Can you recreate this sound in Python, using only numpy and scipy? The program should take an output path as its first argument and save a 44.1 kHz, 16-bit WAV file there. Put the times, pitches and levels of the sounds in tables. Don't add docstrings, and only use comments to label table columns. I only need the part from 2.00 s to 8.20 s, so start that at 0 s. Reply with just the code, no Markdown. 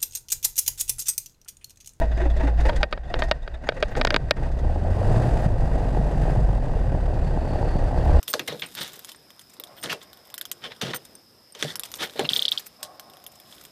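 import sys
import numpy as np
from scipy import signal
from scipy.fft import rfft, irfft, next_fast_len
from scipy.io import wavfile
from scipy.ndimage import uniform_filter1d, map_coordinates

SR = 44100
rng = np.random.default_rng(int(sys.argv[2]) if len(sys.argv) > 2 else 0)


def attenuation_scalar(level_db):
    decades = np.asarray(level_db, float) / 20
    return 10 ** decades


def file_out(sig):
    cols = np.atleast_2d(sig).T
    lim = np.clip(cols, -1, 1)
    pcm = np.round(lim * 32767).astype(np.int16)
    wavfile.write(sys.argv[1], SR, pcm)


N = 273420
TIME = np.arange(N) / SR
LOADED_TO_S, LOADED_FADE_S = 0.811, 0.086


def unit(x):
    return x / np.sqrt(np.mean(x ** 2) + 1e-20)


def curves(rows):
    s, *cols = np.transpose(rows)
    return [np.interp(TIME, s, c) for c in cols]


def during(rows, fade):
    start, end = rows[0][0], rows[-1][0]
    return np.interp(TIME, [start - fade, start, end, end + fade], [0, 1, 1, 0])


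def wobble(rate):
    knots = rng.standard_normal(int(N * rate / SR) + 4)
    return map_coordinates(knots, [np.arange(N) * rate / SR])


def filtered(x, response):
    m = next_fast_len(N + SR // 2)
    return irfft(rfft(x, m) * response(np.fft.rfftfreq(m, 1 / SR)), m)[:N]


def colour(points):
    f, db = np.transpose(points)
    return lambda hz: attenuation_scalar(np.interp(np.log(hz + 1), np.log(f + 1), db))


def modes(peaks):
    def response(f):
        total = 0
        for k, (centre, width, db) in enumerate(peaks):
            total = total + (-1) ** k * attenuation_scalar(db) * 1j * f * width / (centre ** 2 - f * f + 1j * f * width)
        return total
    return response


def dulled(response, top_hz):
    return lambda f: response(f) / (1 + 1j * f / top_hz * 1.31 - (f / top_hz) ** 2) ** 2


# f/Hz, width/Hz, level/dB
CAVITIES = [(1547, 26, 0), (1891, 56, 2.5), (2535, 135, 0), (2850, 58, -1), (3070, 92, -9), (3630, 82, -5),
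            (4800, 170, 0.5), (6330, 380, 1.5), (7770, 440, -8.5)]


def housed(points):
    return lambda f: colour(points)(f) * (1 + 0.86 * np.abs(modes(CAVITIES)(f)))


def noise(response):
    return unit(filtered(rng.standard_normal(N), response))


def bursts(times, dbs, lengths, attack):
    out, t = np.zeros(N + SR), np.arange(SR // 5) / SR
    for s, db, length in zip(times, dbs, np.abs(lengths) + 0.0012 + 0 * times):
        out[round(s * SR):][:len(t)] += attenuation_scalar(db - 26 * t / length) * (1 - np.exp(-t / attack))
    return out[:N]


def blows(times, dbs):
    return np.bincount(np.round(times * SR).astype(int), attenuation_scalar(dbs), N)


# t/s, firings per s, first order level/dB, second order level/dB
FIRING = [(2.4, 26.0, -25, -28), (2.5, 27.0, -28, -26), (2.77, 37.9, -29, -24.5), (3.09, 51.2, -35, -24),
          (3.21, 58.5, -38, -30), (3.27, 59, -38, -30), (3.33, 56.9, -22, -35), (3.61, 50.2, -25, -30),
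          (4.02, 47.4, -22, -38), (4.19, 49.5, -24, -36), (4.3, 52, -27, -28), (4.42, 50.3, -18, -32),
          (4.67, 42.1, -24, -36), (4.83, 38.5, -25, -30), (5.1, 36.1, -24, -28), (5.77, 34.9, -27, -31),
          (5.86, 34.4, -29, -28), (6.2, 34.6, -24, -27)]


def firing_turns():
    return np.cumsum(curves(FIRING)[0]) / SR


def puffs(depth_db, scatter_db, lag):
    turns = firing_turns() + lag + 0.2 * wobble(15)
    sizes = rng.standard_normal(int(turns.max()) + 2)[np.abs(turns).astype(int)]
    stroke_db = during(FIRING, 0.19) * (scatter_db * sizes - depth_db * (turns % 1 - .5))
    return unit(attenuation_scalar(uniform_filter1d(stroke_db, size=SR // 250)))


# t/s, level/dB
STARTER_EFFORT = [(0.03, 7), (0.13, 2.5), (0.48, 4), (0.61, 4.5), (0.68, 4.5), (0.79, 3.5), (1.03, -3),
                  (1.16, 3.5), (1.29, 1), (1.49, -2.5), (1.87, 1.5), (2.11, 4.5), (2.34, -2)]
# t/s, level/dB
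THROTTLE_EFFORT = [(2.38, -5.5), (2.45, -1), (2.68, -3.5), (2.809, -3), (3.131, 5), (3.46, 2), (3.48, -10),
                   (3.61, -0.5), (4.11, -0.5), (4.29, 2.5), (4.39, -1.5), (4.63, -2), (5.1, -2.5),
                   (5.67, 1.5), (5.98, 1), (6.08, 3.5), (6.2, 5)]
# t/s, loss/dB (negative: a gain)
UNEVEN_STROKES = [
    (2.522, 9.5),
    (2.6, 6),
    (3.49, -6),
    (3.537, -2.5),
    (4.599, 2.5),
]
# t/s, length/s, loss/dB
LULLS = [(.28, 0.024, 2.5), (.065, 0.037, 2.5), (0.13, 0.027, 0), (0.324, .03, 1), (0.511, 0.059, 2.5),
         (.71, 0.013, 0.5), (0.864, 0.04, 5), (0.985, 0.041, 2), (1.309, 0.0093, 14), (1.384, 0.03, 3),
         (1.568, 0.043, 2.5), (2.321, 0.033, 4)]


def effort():
    effort_db = curves(STARTER_EFFORT + THROTTLE_EFFORT)[0]
    for s, loss_db in UNEVEN_STROKES:
        effort_db = effort_db - loss_db * during([[s]], 0.052)
    for s, length, loss_db in LULLS:
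        effort_db = effort_db - loss_db * during([[s], [s + abs(length)]], 0.012)
    return effort_db


# level/dB at effort 0, dB per dB of effort
CRANK_LAYERS = [(-22.5, 2.07), (-44, 1.5), (-52.5, 1.38)]
RUN_LAYERS = [(-19.5, 0.67), (-32.5, 0.91), (-49, 0.96)]


def layer_levels():
    running, effort_db = during(FIRING, 0.087), effort()
    levels = []
    for (db, slope), (run_db, run_slope) in zip(CRANK_LAYERS, RUN_LAYERS):
        cranked = (1 - running) * (db + slope * effort_db)
        levels.append(cranked + running * (run_db + run_slope * effort_db))
    return levels


# t/s, level/dB
TICKS = [
    (0.001, -30),
    (3.419, -44),
    (6.055, -43),
]
# f/Hz, level/dB per Hz
HIGH_HISS = [(8000, -17), (12000, -6), (14500, 2), (15200, 2), (15500, -40)]


def small_noises():
    s, db = np.transpose(TICKS)
    load = .4 + .6 * during([[0], [LOADED_TO_S]], LOADED_FADE_S)
    hiss = attenuation_scalar(-84 + 1.5 * wobble(20)) * load * noise(colour(HIGH_HISS))
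    return hiss + bursts(s, db, .001 + 0 * s, .0001) * rng.standard_normal(N)


# t/s, length/s, f/Hz, level/dB
WHISTLES = [(0.086, 0.027, 6500, -72), (0.113, 0.013, 3570, -52), (0.143, .03, 4900, -62),
            (0.297, 0.017, 3460, -49), (0.373, 0.017, 3470, -58), (1.905, .02, 12000, -69),
            (0.748, 0.027, 3350, -46.5), (1.03, .022, 3400, -61), (1.07, 0.026, 3540, -64),
            (1.27, 0.013, 5030, -60), (1.419, 0.012, 3600, -58), (1.537, 0.017, 3650, -54),
            (1.661, 0.013, 6630, -56), (5.17, 0.045, 2450, -59), (5.63, .075, 2650, -58),
            (5.99, .02, 3290, -57), (6.067, 0.066, 2500, -56), (6.088, 0.027, 3310, -54),
            (6.16, 0.018, 4620, -57)]


def whistles():
    out = np.zeros(N)
    flutter, drift = attenuation_scalar(4 * wobble(200)), 1.6 * wobble(300)
    for s, length, hz, db in WHISTLES:
        span = slice(round(s * SR), round((s + abs(length) + .008) * SR))
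        t = TIME[span]
        tone = np.sin(2 * np.pi * hz * t + drift[span])
        out[span] += attenuation_scalar(db) * signal.windows.tukey(len(t), .4) * flutter[span] * tone
    return out


# t/s, length/s, level/dB
SQUEAK = [
    (5.13, .02, -71),
    (5.24, .11, -65.5),
    (5.39, .05, -65),
    (5.46, .12, -63.5),
    (5.63, .18, -63.5),
    (5.98, .06, -65),
    (6.08, .1, -67),
]
# f/Hz, width/Hz, level/dB
LOOSE_PART = [(4405, 75, 0), (4640, 100, -5)]


def squeak():
    chirp, bouts = 0, 0
    for hz, width_hz, db in LOOSE_PART:
        tone = np.sin(2 * np.pi * hz * TIME + .7 * wobble(width_hz))
        chirp = chirp + attenuation_scalar(db + 2 * wobble(30)) * tone
    for s, length, db in SQUEAK:
        bouts = bouts + attenuation_scalar(db) * during([[s], [s + length]], .015)
    return bouts * attenuation_scalar(4.5) * puffs(15, 2, .4) * chirp


# t/s, length/s, from f/Hz, to f/Hz, level/dB
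MOANS = [
    (3.112, 0.38, 108, 144.7, -29.5),
    (3.8, 0.253, 99.9, 145.3, -29),
    (5.597, .4, 185, 272, -47),
]


def moans():
    out = 0
    for s, length, from_hz, to_hz, db in MOANS:
        hz = np.interp(TIME, [s, s + length], [from_hz, to_hz])
        size = attenuation_scalar(db + 1.5 * wobble(20)) * during([[s], [s + length]], 0.024)
        out = out + size * np.sin(2 * np.pi * np.cumsum(hz) / SR)
    return out


# t/s, level/dB
ROCKS = [(0.0, -40), (0.98, -25), (1.17, -30), (1.27, -23), (1.5, -26), (1.78, -26), (1.87, -46),
         (2.03, -21.5), (2.219, -20), (2.371, -25), (2.47, -33)]
# t/s, level/dB
HUM_LOAD = [(0.03, -5), (.11, 1), (.17, -6), (.25, 2.5), (.45, 0.5), (.65, 1), (.72, -6), (.82, -2.5)]


def hum():
    s, db = np.transpose(ROCKS)
    steady = attenuation_scalar(-20.5 + curves(HUM_LOAD)[0]) * during([[0.1], [LOADED_TO_S]], LOADED_FADE_S)
    size = steady + bursts(s, db + 5.0, 0.13 + 0 * s, 0.035)
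    hz = 55.7 + .6 * wobble(5)
    return np.sqrt(2) * size * attenuation_scalar(1.1 * wobble(12)) * np.sin(2 * np.pi * np.cumsum(hz) / SR)


def groans(s, db, groan_hz, length):
    out, t = np.zeros(N + SR), np.arange(SR // 10) / SR
    wavering = np.pad(1 + 0.023 * wobble(25), (0, SR), "edge")
    arch = np.sin(np.pi * np.clip(t / 0.044, 0, 1)) - .5
    for at, level_db, hz, lasts in zip(np.round(s * SR).astype(int), db, groan_hz, length):
        turns = np.cumsum(hz * (1 + 0.065 * arch) * wavering[at:][:len(t)]) / SR
        swell = attenuation_scalar(level_db - 26 * t / lasts) * (1 - np.exp(-t / 0.009))
        out[at:][:len(t)] += swell * np.sin(2 * np.pi * turns)
    return out[:N]


# t/s, peak level/dB, knock level/dB, groan f/Hz
CHUFFS = [(0.013, -34, 10.5, 664), (0.113, -40.5, 5, 642), (0.172, -35, -1, 678), (0.197, -37.5, 4.5, 655),
          (0.25, -43, 12, 533), (0.397, -35, 7.5, 640), (0.432, -41.5, 17.5, 278), (0.47, -34, -0.5, 835),
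          (0.585, -37.5, 6, 695), (0.721, -47, 14, 505), (1.032, -51, -5, 740.3), (1.1, -41, 11, 670),
          (1.15, -34.5, 8, 514), (1.539, -42.5, 2, 644), (1.636, -43.5, 7, 267), (1.668, -38, 3.5, 830),
          (1.764, -38.5, 5.5, 520), (1.912, -39.5, -4, 827), (1.96, -41, 13, 493),
          (1.993, -39.5, 18.5, 245), (2.12, -32, 11, 587), (2.211, -55.5, 14, 296), (2.282, -46, -1, 610),
          (2.365, -39.5, 5, 446), (2.43, -41, 3, 637), (0.212, -36.5, 8.5, 349), (0.255, -46, 15, 289),
          (0.651, -33.5, 6, 505), (0.678, -40, 10, 698), (0.648, -44.5, 14.5, 821), (0.684, -47, 10, 894),
          (0.69, -47, 13, 580), (0.431, -51, 13, 498), (0.47, -48, 15, 508), (0.405, -45, 7.5, 926),
          (0.2, -51, 10, 955), (0.011, -48.5, 15, 954), (0.595, -50, 14, 290), (0.235, -42.5, 1, 666),
          (0.248, -58, 0, 820)]
SPITTING_CHUFFS = [(0.297, -45, 6, 660), (0.364, -42, 9, 624), (0.604, -39, -10, 830), (1.962, -39, 3, 704),
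                   (1.742, -52, 9, 510), (1.84, -48, 9, 586), (0.758, -35.5, -10, 354),
                   (0.804, -41, 10, 800), (1.188, -33, 3.5, 715), (1.232, -37, 8.5, 649),
                   (1.282, -45.5, 9, 795), (1.425, -55, 0, 610), (1.799, -47.5, 12, 512),
                   (1.88, -47, 2.5, 267), (1.969, -39.5, 18, 497), (2.026, -47, -2, 341),
                   (2.514, -49, 6, 303), (2.586, -45, 5, 233), (0.632, -50, -11, 602.7),
                   (0.659, -38, -11, 620), (0.684, -41, -9, 900), (0.406, -56, -5, 659),
                   (0.423, -53, -8, 659), (0.445, -49, -11, 655), (0.909, -50, -2, 510),
                   (1.62, -58, 11, 500), (1.927, -78, -7, 795)]
# f/Hz, level/dB per Hz
PUFF = [(800, 4.5), (1050, 0), (1550, 1.5), (1900, 4), (2250, -6.5), (2750, -8.5), (3100, -17),
        (3600, -11.5), (4050, -38), (5400, -56)]
# f/Hz, level/dB per Hz
SPIT = [(2100, -32), (3650, 8), (5450, -1), (7700, -3), (9100, -6), (10600, -10), (13400, -19),
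        (15600, -41)]
# f/Hz, width/Hz, level/dB
PANEL = [(606, 17, -2.5), (850, 210, -9), (322, 102, -5.5)]


def chuffs():
    dull = [(*c, -16.5) for c in CHUFFS]
    bright = [(*c, -6) for c in SPITTING_CHUFFS]
    s, db, knock_db, groan_hz, spit_db = np.transpose(sorted(dull + bright))
    loaded = s < LOADED_TO_S
    length = 0.022 * np.where(loaded, 0.99, 1)
    grit = attenuation_scalar(0.54 * wobble(300))
    puff = bursts(s, db + 11.5, 1.35 * length, 0.0091) * noise(housed(PUFF))
    spit = bursts(s, db + spit_db + 7.0, 1.25 * length, 0.0055) * noise(housed(SPIT))
    panel = noise(dulled(modes(PANEL), top_hz=1200))
    knock = bursts(s, db + knock_db - 2.5, 2.16 * length, 0.0044) * panel
    groan = groans(s, db + knock_db + 10.0, groan_hz, np.where(loaded, 2.5, 1.7) * length)
    return grit * (puff + attenuation_scalar(2.8 * wobble(1200) - 0.5) * spit) + knock + groan


# f/Hz, level/dB, t60/s
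SHELL = [(414, -15.5, 0.048), (609, 2, 0.037), (940, -9, 0.026), (1224, -3, .02), (1556, -0.5, 0.023),
         (1816, -9, 0.041), (2230, 1, 0.0096), (2518, -8.5, 0.03), (2796, -4.5, 0.014), (3290, -4, 0.011),
         (3770, -3, 0.012), (4430, -11, 0.018), (4760, -7.5, 0.011), (5380, -22, 0.021)]
# body mode, second mode, middle mode, rebound level/dB
GRIPS = [(-6, 2, -4, -11), (-8, 11, 0, 0.5), (-2, 6, 2, -7), (-1, -2, -1, -8), (1.5, -3, 0, -13.5),
         (-2.5, -2, -1.5, -14), (-1, 0, 4, -2), (2.5, 0, -0.5, -13), (1.5, 7, 4.5, -8.5), (2, 2, 0, -8),
         (-0.5, -7, 2, -16), (1, -1, 0.5, -10), (2.5, 5, 7.5, -11), (2.5, -5.5, 1, -8), (-4, -6, 2, -8),
         (-1, 2, -1.5, -6.5), (1.5, 12.5, 3, -30), (-0.5, -10, 0, -4), (-1.5, -1, -1, -13),
         (-1.5, -4, -1, -17), (-11, 8, 1.5, -13), (0, -1, 1, -9)]


def shell(s, db, length):
    out, t = np.zeros(N + SR), np.arange(SR // 20) / SR
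    hz, mode_db, t60 = np.transpose(SHELL)[:, :, None]
    index = np.arange(len(SHELL))[:, None]
    sense = (-1.) ** index
    body, second, middle = (index == k for k in (1, 2, 4))
    swell = (1 - np.exp(-t / 0.00018)) * np.where(body, 1 - np.exp(-t * hz / 0.69), 1)
    scatter_db = 1.2 * rng.standard_normal((len(s), len(SHELL), 1))
    for at, blow_db, lasts, chance_db, grip in zip(s, db, np.abs(length), scatter_db, GRIPS):
        body_db, second_db, middle_db, rebound_db = grip
        level_db = mode_db + chance_db + 0.3836 * (blow_db + 12.5) * np.log2(hz / 1000)
        level_db = level_db + body * body_db + second * second_db + middle * middle_db
        decay = attenuation_scalar(level_db - 60 * t / (t60 * lasts / 0.014))
        ring = swell * sense * decay * np.sin(2 * np.pi * hz * t)
        again = np.pad((ring * ~body).sum(axis=0), (round(.38 * lasts * SR), 0))[:len(t)]
        stop = attenuation_scalar(-3000 * np.clip(t - 0.78 * lasts, 0, None))
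        out[round(at * SR):][:len(t)] += attenuation_scalar(blow_db - 0.5) * stop * (ring.sum(axis=0) + attenuation_scalar(rebound_db) * again)
    return out[:N]


# t/s, peak level/dB, ring level/dB, length/s, first-contact brightness/dB
SNAPS = [(0.654, -26, -16, 0.012, 4), (0.6909, -27.5, -22, 0.022, -4), (0.694, -18.5, -28, 0.0092, -6),
         (0.731, -28.5, -20, 0.01, -4), (0.8304, -13, -21.5, 0.017, -3), (0.926, -19, -13, 0.019, -1.5),
         (0.9753, -29.5, -23, 0.008, -9), (1.1406, -14.5, -28, 0.0073, -12),
         (1.2212, -17, -8.5, 0.013, -15), (1.3124, -12.5, -11.5, 0.014, -1),
         (1.4768, -24.5, -25, 0.0083, -6), (1.689, -14, -44, 0.012, 1), (1.7213, -28, -24, 0.0061, -13),
         (1.826, -15, -42, 0.018, 1), (1.9523, -23, -17, 0.0089, -8), (2.013, -12.5, -29, 0.0088, -2.5),
         (2.0497, -8.5, -26, 0.0047, 3.5), (2.0718, -13, -27, 0.0074, 0), (2.1051, -13, -28, 0.0099, 0.5),
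         (2.143, -11.5, -26, 0.011, -4), (2.1625, -9.5, -37, 0.0081, 1.5), (2.3095, -10, -26, 0.0096, 5.5)]
# f/Hz, level/dB per Hz
CONTACT = [(2500, -43), (4500, 15.5), (6500, -2), (9000, -9.5), (12000, -21), (15000, -42), (15700, -75)]


def snaps():
    s, db, ring_db, length, bright_db = np.transpose(SNAPS)
    contacts = rng.choice([-1., 1.], N) * (rng.random(N) < .6)
    rattle = dulled(modes([(hz, 200, mode_db) for hz, mode_db, _ in SHELL]), top_hz=6500)
    chatter = filtered(bursts(s, db + 6.5, 0.77 * length, 0.00074) * contacts, rattle)
    crack = shell(s, db, length) + chatter
    tick_db = db - 11.5 + bright_db + 0.5 * (db + 15.0)
    tick = bursts(s, tick_db, 0.26 * length, 0.0001) * noise(colour(CONTACT))
    body = dulled(modes([(224, 600, 0.0013)]), top_hz=920)
    thud = filtered(bursts(s, db + 5.5, 1.85 * length, 0.00028) * contacts, body)
    bracket_hz, bracket_t60 = 1855, .3
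    bracket = np.sin(2 * np.pi * bracket_hz * TIME + 0.4 * wobble(68))
    ring = bursts(s, db + ring_db, bracket_t60 * 0.21, 0.0011)
    damped = bursts(s + 0.077, db + ring_db - 0.5, bracket_t60 * 0.29, .006)
    return crack + tick + thud + np.clip(ring - damped, 0, None) * bracket


def gain_dips(lead=0.011, hold=0.0272, smooth=0.0036):
    dips = np.zeros(N)
    for s, db, *_ in SNAPS:
        dips[round((s - lead) * SR):round((s + hold) * SR)] = -max(0.19 * (db + 28), 0)
    return attenuation_scalar(uniform_filter1d(dips, max(1, round(smooth * SR))))


# f/Hz, level/dB per Hz
BUFFET = [(4.7, -34), (8.0, -14), (24, 2), (36, -2), (55, -5), (82, -9.5), (108, -8.5), (145, -9.5),
          (215, -19.5), (400, -25.5), (520, -62), (880, -120)]


def buffet(level_db, lumps):
    running = during(FIRING, 0.33)
    sway = noise(lambda f: colour(BUFFET)(f) * (f < 110))
    deep = filtered(sway, lambda f: 1 / (1 + (f / 60) ** 4) + .25)
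    sway = running * sway + (1 - running) * deep
    lumpy = attenuation_scalar((1.0 + 1.16 * running) * lumps) * noise(colour(BUFFET))
    drum = filtered(lumpy, lambda f: 1.0 * (f >= 110))
    mixed = (0.5 + 0.29 * running) * sway + (0.26 + 0.5 * running) * drum
    return attenuation_scalar(level_db - 2.0 + 0.31 * wobble(8.0)) * mixed


# f/Hz, level/dB per Hz
RASP = [(150, -41), (250, -1.5), (297, -9), (437, -2), (488, 1.5), (723, 0.5), (940, -9), (1050, -14.5),
        (1300, -21), (1690, -36), (2860, -120)]


def rasp(level_db, lumps):
    rough = attenuation_scalar(level_db - 1 + .5 * lumps + 1.5 * wobble(170))
    return rough * puffs(8, .9, 0) * noise(colour(RASP))


# f/Hz, level/dB per Hz
HISS = [(800, -47), (1050, -2.5), (1300, -6), (1550, -2), (1900, -5), (2250, -14.5), (2750, -13),
        (3100, -16), (4600, -17), (6500, -27.5), (7800, -23.5), (10500, -29), (13500, -41), (15700, -59)]
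# f/Hz, level/dB per Hz
FAST_FLOW = [(800, -25), (1150, 3.5), (1700, -3), (3000, -16), (5500, -22.5), (7900, -15.5), (11000, -21.5),
             (14000, -35), (15600, -55)]


def valve_hiss(level_db, lumps):
    running = during(FIRING, 0.33)
    level_db = level_db + 2 * np.interp(TIME, [3.37, 3.465, 3.47], [0, 1, 0])

    def weak_flow(f):
        return colour(HISS)(f) / (1 + (f / 6000) ** 2) * (0.39 + 0.85 * np.abs(modes(CAVITIES)(f)))

    weak = noise(weak_flow)
    sizzle = attenuation_scalar(-6.5 + 0.41 * (curves(FIRING)[0] - 52)) * noise(housed(FAST_FLOW))
    air = running * (noise(housed(HISS)) + sizzle)
    air = air + (1 - running) * (0.71 * weak + 0.14 * noise(colour(SPIT)))
    rough = attenuation_scalar(level_db + 2.0 + 0.097 * lumps + 1.34 * wobble(120))
    return rough * puffs(3.7, 0.16, 0) * air


def shaking():
    buffet_db, rasp_db, hiss_db = layer_levels()
    lumps = wobble(35)
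    return buffet(buffet_db, lumps) + rasp(rasp_db, lumps) + valve_hiss(hiss_db, lumps)


# t/s, level/dB
HARD_BARKS = [(2.415, -27), (2.568, -36), (2.647, -22), (2.679, -23), (2.696, -21), (2.759, -19),
              (2.883, -24), (2.907, -20), (3.01, -23), (3.055, -25), (3.072, -30), (3.116, -27),
              (3.169, -18), (3.211, -16), (3.245, -14.5), (3.283, -19), (3.401, -21), (3.504, -22),
              (3.541, -31), (3.805, -17), (3.856, -17.5), (3.948, -15), (3.972, -13), (4.034, -21),
              (4.098, -27), (4.116, -23), (4.28, -14), (4.299, -15), (4.361, -12.5), (4.697, -22),
              (4.744, -28), (4.771, -36), (4.791, -28), (4.925, -20), (4.95, -17.5), (5.175, -19.5),
              (5.223, -27), (5.337, -20), (5.373, -14), (5.535, -19), (5.628, -14.5), (5.713, -16.5),
              (5.909, -23), (5.944, -16), (5.976, -11.5), (5.998, -23), (6.03, -20), (6.062, -12.5),
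              (6.095, -11.5), (6.171, -19)]


def barks():
    strokes = np.flatnonzero(np.diff(np.floor(firing_turns() + .08 * wobble(20))) > 0)
    sizes = rng.choice([-1, 1], len(strokes)) * attenuation_scalar(1.5 * rng.standard_normal(len(strokes)))
    ring = unit(filtered(np.bincount(strokes, sizes, N), dulled(modes(PANEL), top_hz=900)))
    s, db = np.transpose(HARD_BARKS)
    hard = filtered(-blows(s, db + 37), dulled(modes(PANEL), top_hz=1210))
    return during(FIRING, 0.089) * attenuation_scalar(layer_levels()[1] - 10.0) * ring + hard


# t/s, peak level/dB, f/Hz
KICKS = [(3.161, -8, 132), (3.454, -8, 142), (3.516, -13.5, 73), (3.578, -15, 115), (3.826, -26, 108.1),
         (3.987, -10, 151.1), (4.226, -12, 122), (4.311, -10, 112), (4.368, -8.5, 110), (4.49, -16, 93),
         (4.873, -11, 104), (5.75, -10.5, 135), (5.867, -12.5, 72.2), (6.054, -17, 82), (6.082, -6, 60.4),
         (4.429, -13, 47), (6.119, -11.5, 59), (6.147, -7, 66.5), (6.18, -8.5, 60.4)]


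def kicks():
    out, t = np.zeros(N + SR), np.linspace(-1, 1, SR // 20) / 40
    for s, db, hz in KICKS:
        push = rng.choice([-1, 1]) * np.cos(2 * np.pi * hz * t) * np.exp(-(t * hz * 1.6) ** 2)
        out[round(s * SR) - len(t) // 2 + SR // 90:][:len(t)] += attenuation_scalar(db - 3.0) * push
    return out[:N]


ORDER_DB = [-33, -1, -1, -36.5, -45, -47.5]


def thump():
    turns, (_, first_db, second_db) = firing_turns(), curves(FIRING)
    shared_db = .4 * effort()
    third_db = shared_db - 7 * (np.arange(N) < 3.6 * SR)
    loads_db = [shared_db, first_db, second_db, third_db, shared_db, shared_db]
    orders, sways_db = (.5, 1, 2, 3, 4, 5), (2.5, 1, 1.2, 2.5, 2.5, 2.5)
    out = 0
    for order, db, load_db, sway_db in zip(orders, ORDER_DB, loads_db, sways_db):
        size = attenuation_scalar(db + load_db + sway_db * wobble(14))
        out = out + size * np.sin(2 * np.pi * order * turns + 0.5 * wobble(3.13))
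    return np.sqrt(2) * during(FIRING, 0.09) * out


def scene():
    engine = thump() + kicks() + barks() + hum() + shaking()
    background = engine + squeak() + chuffs() + small_noises() + whistles() + moans()
    return (gain_dips() * background + snaps())[None]


def top_cut(x):
    return signal.sosfilt(signal.butter(12, 15740, fs=SR, output="sos"), x)


def record(dry):
    ceiling = .56
    held = dry / (1 + np.abs(dry / ceiling) ** 8) ** (1 / 8)
    held = held * np.clip((N - np.arange(N)) / (SR // 200), 0, 1)
    return top_cut(held)


dry = scene()
out = record(dry)
file_out(out)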